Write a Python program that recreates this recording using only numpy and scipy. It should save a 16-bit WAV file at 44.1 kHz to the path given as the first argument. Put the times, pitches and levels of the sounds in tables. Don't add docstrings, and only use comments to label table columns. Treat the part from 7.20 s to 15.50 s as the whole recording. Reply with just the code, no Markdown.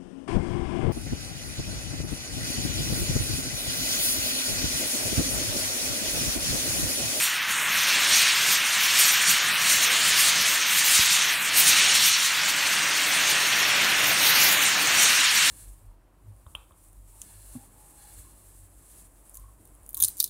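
import sys
import numpy as np
from scipy import signal
from scipy.fft import rfft, irfft, next_fast_len
from scipy.io import wavfile
from scipy.ndimage import uniform_filter1d, map_coordinates

SR = 44100
rng = np.random.default_rng(int(sys.argv[2]) if len(sys.argv) > 2 else 0)


def unload_wav(signal):
    wavfile.write(
        sys.argv[1],
        SR,
        np.round(np.clip(np.atleast_2d(signal).T, -1, 1) * 32767).astype(np.int16),
    )


def amplitude_ratio(level_db):
    exponent = np.asarray(level_db, float) / 20
    return 10 ** exponent


N = 366030


def unit(x):
    return x / np.sqrt(np.mean(np.abs(x) ** 2) + 1e-20)


def along(points, hz):
    point_hz, values = np.transpose(points)
    return np.interp(np.log(hz + 1), np.log(point_hz + 1), values)


def curves(rows, t):
    times, *columns = np.transpose(rows)
    return [np.interp(t, times, column) for column in columns]


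def wobble(rate, t):
    return map_coordinates(rng.standard_normal(int(N * rate / SR) + 8), [t * rate])


def smooth(field, bins, frames):
    return uniform_filter1d(uniform_filter1d(field, size=bins, axis=0), size=frames, axis=1)


def filtered(x, response):
    m = next_fast_len(N + SR // 2)
    hz = np.fft.rfftfreq(m, 1 / SR)
    return irfft(rfft(x, m) * response(hz), m)[..., :N]


def bumps(rows, t):
    s, half_s = np.transpose(rows)[:2, :, None]
    return np.exp(-((t - s) / half_s) ** 2)


# (time [s], jet level [dB], splash on the steel [dB],
# treble beam towards the microphone [dB], burning level [dB])
FLAME = [(0.0, -29.5, -0.8, 5, -48), (0.13, -28.5, -2.4, -0.5, -52), (0.33, -26.5, -5, 3, -47.5),
         (0.51, -26, -2.5, -3, -44), (0.59, -24.5, 0, -2, -45.5), (0.82, -25.5, 2.0, 0, -42.5),
         (1.11, -25, 2.5, -2.5, -44.5), (1.22, -26.5, -0.7, -0.0, -45), (1.53, -26, -0.1, -0.5, -46.5),
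         (1.85, -25, 0.5, -2.5, -45.0), (2.33, -25.5, -1.8, 0.5, -46), (2.97, -26, 1.5, -2.8, -41),
         (3.42, -27, -0.7, 1.0, -47), (4.03, -26, 2.5, -0.5, -47), (4.2, -26.9, -4, 0.2, -47),
         (4.31, -27.5, -1.2, 1, -43.5), (4.43, -26, 1, -2, -43.9), (4.63, -24, 5.5, -4, -42.1),
         (4.82, -26.5, 3.3, -1, -43.5), (4.95, -27.5, 4.3, -4, -49), (5.01, -27.5, 0.8, -1, -48.5),
         (5.18, -26.5, -0.8, -2, -45), (5.62, -26, -1.7, -1.5, -42), (6.18, -25, 0.0, -1.5, -39.8),
         (6.68, -22.5, -2.8, -4.5, -37.5), (6.97, -24.5, -1.3, 1.5, -36.5), (7.14, -22, -2, 1, -37),
         (7.58, -24.5, -2.5, 0.5, -38.6), (7.79, -23.5, 0.1, -1.0, -37), (7.99, -23.5, 0.2, -1.4, -44),
         (8.3, -25, 3, 0, -45.5)]


def flame(t):
    return curves(FLAME, t)


# (time [s], half length [s], treble lift [dB])
FLARES = [(0.038, 0.059, 9), (0.307, 0.02, 6), (0.611, 0.084, 3), (0.714, 0.05, 3.7), (0.976, 0.078, 9),
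          (1.219, 0.031, 4), (1.312, 0.053, 10), (1.455, 0.023, 1.5), (1.539, 0.019, 2), (1.639, 0.049, 6),
          (1.83, 0.08, 14), (1.992, 0.049, 3.2), (2.104, 0.043, 12), (2.52, 0.079, 10.5),
          (2.64, 0.029, 12.5), (2.748, 0.049, 5.7), (2.887, 0.045, 10.5), (3.005, 0.063, 11),
          (3.086, 0.033, 7.7), (3.186, 0.033, 5.5), (3.285, 0.087, 6), (3.503, 0.039, 3.5),
          (3.583, 0.043, 8), (3.665, 0.026, 3.3), (3.77, 0.1, 12.5), (3.937, 0.041, 5.5),
          (4.107, 0.095, 2.5), (4.258, 0.016, 4), (4.393, 0.041, 15.5), (4.49, 0.048, 13.5),
          (4.586, 0.023, 6), (4.756, 0.021, 7.5), (4.857, 0.072, 11.5), (5.05, 0.025, 6.5),
          (5.29, 0.027, 7), (5.519, 0.02, 3.7), (5.632, 0.015, 4), (6.1, 0.024, 6), (6.653, 0.015, 3.4),
          (6.87, 0.096, 6.1), (7.06, 0.047, 9), (7.244, 0.109, 10), (7.437, 0.067, 4.5),
          (7.606, 0.059, 2.5), (7.835, 0.08, 6.5), (8.066, 0.032, 3), (8.162, 0.03, 6), (8.284, 0.045, 3.5)]


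def flares(t):
    return np.transpose(FLARES)[2] @ bumps(FLARES, t)


# (time [s], half length [s], frequency at that time [Hz], rise [Hz/s], level [dB])
CHIRP = (2.705, .035, 510, 1100, -39.5)


def chirp():
    s, half_s, hz, rise, db = CHIRP
    t = np.arange(N) / SR - s
    tone = np.sin(2 * np.pi * (hz + rise * t / 2) * t)
    return amplitude_ratio(db) * np.exp(-(t / half_s) ** 2) * tone


# (frequency [Hz], relative density [dB per Hz])
ROAR_COLOUR = [(150, -36), (250, -8.5), (291, -0.5), (344, -2.5), (382, -4.5), (481, -4), (528, -2.5),
               (773, -1), (950, -4), (1240, -34), (2090, -120)]
DRONE_COLOUR = [(65, -31), (110, -5.5), (167, -1.5), (230, -4.5), (300, -25), (510, -120)]
RUMBLE_COLOUR = [(15, -46), (25, -26), (50, -2), (100, 1), (130, -29), (220, -120)]
# (level over the mean burning [dB], share of the burning's swing,
# share of the jet's swing, share of a flare)
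LOWS = [(0, 1, 0.01, 0.076), (-7.5, 0.55, .45, .25), (-19.5, .6, .35, 0.66)]


def roar():
    t = np.arange(N) / SR
    over_db, burns, blows, flaring = np.transpose(LOWS)[..., None]
    jet_db, *_, burn_db = flame(t)
    burn_swing = burns * (burn_db - burn_db.mean())
    jet_swing = blows * (jet_db - jet_db.mean())
    levels_db = burn_db.mean() + over_db + burn_swing + jet_swing + flaring * flares(t)
    colours = ROAR_COLOUR, DRONE_COLOUR, RUMBLE_COLOUR
    unrest = (1.2, 12), (1.7, 11), (2.5, 6.4)
    out = np.zeros(N)
    for colour, level_db, (swing_db, rate) in zip(colours, levels_db, unrest):
        noise = filtered(rng.standard_normal(N), lambda hz: amplitude_ratio(along(colour, hz)))
        out += unit(noise) * amplitude_ratio(level_db + swing_db * wobble(rate, t))
    return out


# (time [s], level before rise and decay [dB])
POP = [(3.7918, -23.5)]


def pop():
    slowing, first_s = .62, .0008
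    rise_s, t60 = .0006, .075
    out, t = np.zeros(N + SR), np.arange(SR // 5) / SR
    turns = slowing * np.log(1 + t / first_s)
    swing = (1 - np.exp(-t / rise_s)) * np.sin(2 * np.pi * turns)
    for s, db in POP:
        out[round(s * SR):][:len(t)] -= amplitude_ratio(db - 60 * t / t60) * swing
    return out[:N]


# (time [s], half length [s], frequency at that time [Hz], glide [octaves/s], depth [dB])
HOLLOWS = [(0.226, 0.081, 11830.0, 0, 8), (0.233, 0.073, 7700, 1, 13.0), (0.393, 0.157, 4770.0, -1.0, 9.5),
           (0.657, 0.091, 7730.0, -0.5, 10), (0.794, 0.017, 6280.0, -6.0, 5), (1.43, 0.066, 5640.0, -10, 9),
           (1.573, 0.14, 10600.0, -9, 6), (2.216, 0.048, 11640.0, -13.5, 7.4),
           (2.346, 0.037, 7050.0, 2.9, 18), (2.644, 0.071, 12640.0, -13, 9),
           (2.915, 0.024, 10920.0, -14.3, 10), (3.194, 0.047, 8850.0, -7.0, 8),
           (3.41, 0.133, 11560.0, -8, 5), (3.866, 0.04, 9310.0, 2, 4), (4.073, 0.03, 8830.0, 1.4, 14),
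           (4.197, 0.089, 5400.0, -4.5, 15.0), (4.311, 0.025, 8000, -5.8, 13),
           (4.993, 0.031, 9970.0, -3.3, 3.7), (6.804, 0.159, 4540.0, -2.5, 5), (6.922, 0.12, 7480.0, -2, 7),
           (7.212, 0.19, 8000, 1.0, 11), (7.38, 0.042, 5390.0, -4.0, 16), (7.574, 0.07, 7910.0, -6, 8),
           (7.725, 0.05, 10220.0, -3, 13), (8.064, 0.073, 9930.0, -13.9, 12)]
# (frequency [Hz], width [Hz], nominal level [dB])
ECHO_DIPS = [(4880, 190, -3.5), (7720, 250, -2.5), (10400, 400, -4.5)]


def hollows(hz, t):
    hz = hz[:, None]
    octave = np.log2(hz + 1) - 0.064 * wobble(35, t)
    depth = 0
    for (s, _, at_hz, glide, db), swell in zip(HOLLOWS, bumps(HOLLOWS, t)):
        away = np.abs(octave - np.log2(at_hz) - glide * (t - s))
        depth = depth + db * swell * np.exp(-away / .23)
    for centre_hz, width_hz, db in ECHO_DIPS:
        strength = np.maximum(1 + 0.69 * wobble(5, t), 0)
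        drifting_hz = centre_hz * (1 + .006 * wobble(2.97, t))
        depth = depth - db * strength * np.exp(-((hz - drifting_hz) / width_hz) ** 2)
    return depth


def flicker(hz, t):
    flicker_db, lag_s = 1.8, .06
    field = rng.standard_normal((len(hz), len(t)))
    for _ in range(2):
        field = smooth(field, 30, 7)
    late = lag_s * np.log2(np.maximum(hz, 1000) / 8000) / t[1]
    rows, frames = np.indices(field.shape)
    moved = map_coordinates(unit(field), [rows, frames + late[:, None]], order=1, mode="reflect")
    return flicker_db * moved


# (frequency [Hz], relative density [dB per Hz])
NOZZLE = [(560, -35.5), (950, -10), (1780, -1.5), (2680, -0.5), (4420, -3), (4910, -4.5), (5990, -3.5),
          (7650, -8), (8700, -8), (10500, -12.5), (11800, -12.5), (15400, -17)]
EDGES_HZ = [2600, 3900, 6500, 10300]
# (level over the jet [dB], share of the splash, of the beam, of a flare)
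ZONES = [(-1, 0.01, 0.01, .02), (-3, .98, 0.01, 0.2), (-3.5, 0.78, 0.092, 0.44), (-4.5, .87, 0.93, 0.68),
         (-12, .1, 0.73, 1)]


def jet():
    flutter_db = 1.93
    patchy_db, streak_db, grain_db = 1.34, 1.52, 0.5
    t = np.arange(N) / SR
    eddies = rng.standard_normal(N) * amplitude_ratio(grain_db * wobble(900, t))
    hz, at, spectrum = signal.stft(eddies, SR, nperseg=512, noverlap=384)
    zone = np.searchsorted(EDGES_HZ, hz)
    colour = amplitude_ratio(along(NOZZLE, np.minimum(hz, 15400)))

    heard = (hz > 1200) & (hz < 15500)
    power = np.bincount(zone, colour ** 2 * heard) / np.sum(heard)
    zone_rms = np.sqrt(power * 14300 / (SR / 2))

    jet_db, splash_db, beam_db, _ = flame(at)
    over_db, splashes, beamed, flaring = np.transpose(ZONES)[..., None]
    levels = jet_db + over_db + splashes * splash_db + beamed * beam_db + flaring * flares(at)
    swing = levels[zone] - 20 * np.log10(zone_rms[zone])[:, None]
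    sputter = np.array([wobble(45, at) + 0.67 * wobble(90, at) for _ in zone_rms])
    fineness = (np.minimum(hz, 12500)[:, None] / 12000) ** 1.44
    swing += fineness * (flutter_db * sputter[zone] + flicker(hz, at))
    swing = uniform_filter1d(swing, size=23, axis=0)

    patches = unit(smooth(rng.standard_normal(spectrum.shape), 10, 16))
    streaks = unit(smooth(rng.standard_normal(spectrum.shape), 2, 40))
    rough = np.clip(hz / 6000, 0, 1)[:, None] * (patchy_db * patches + streak_db * streaks)
    gain = colour[:, None] * amplitude_ratio(swing + rough - hollows(hz, at))
    return signal.istft(spectrum * gain, SR, nperseg=512, noverlap=384)[1][:N]


def scene():
    return np.tile(chirp() + roar() + pop() + jet(), (2, 1))


# (frequency [Hz], width [Hz], level [dB])
NOTCHES = [(350, 30, -5), (490, 40, -4)]


def microphone(x):
    def response(hz):
        dips_db = sum(db * np.exp(-((hz - centre_hz) / width_hz) ** 2)
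                      for centre_hz, width_hz, db in NOTCHES)
        bass = hz ** 2 / (hz ** 2 + 35 ** 2)
        return amplitude_ratio(dips_db) * bass * (hz < 15740)
    return filtered(x, response)


def top_cut(x):
    return signal.sosfilt(signal.butter(12, 17060, fs=SR, output="sos"), x)


def record(dry):
    soft = dry / (1 + (dry / 0.55) ** 4) ** (1 / 4)
    mix = microphone(soft)
    return top_cut(mix)


dry = scene()
out = record(dry)
unload_wav(out)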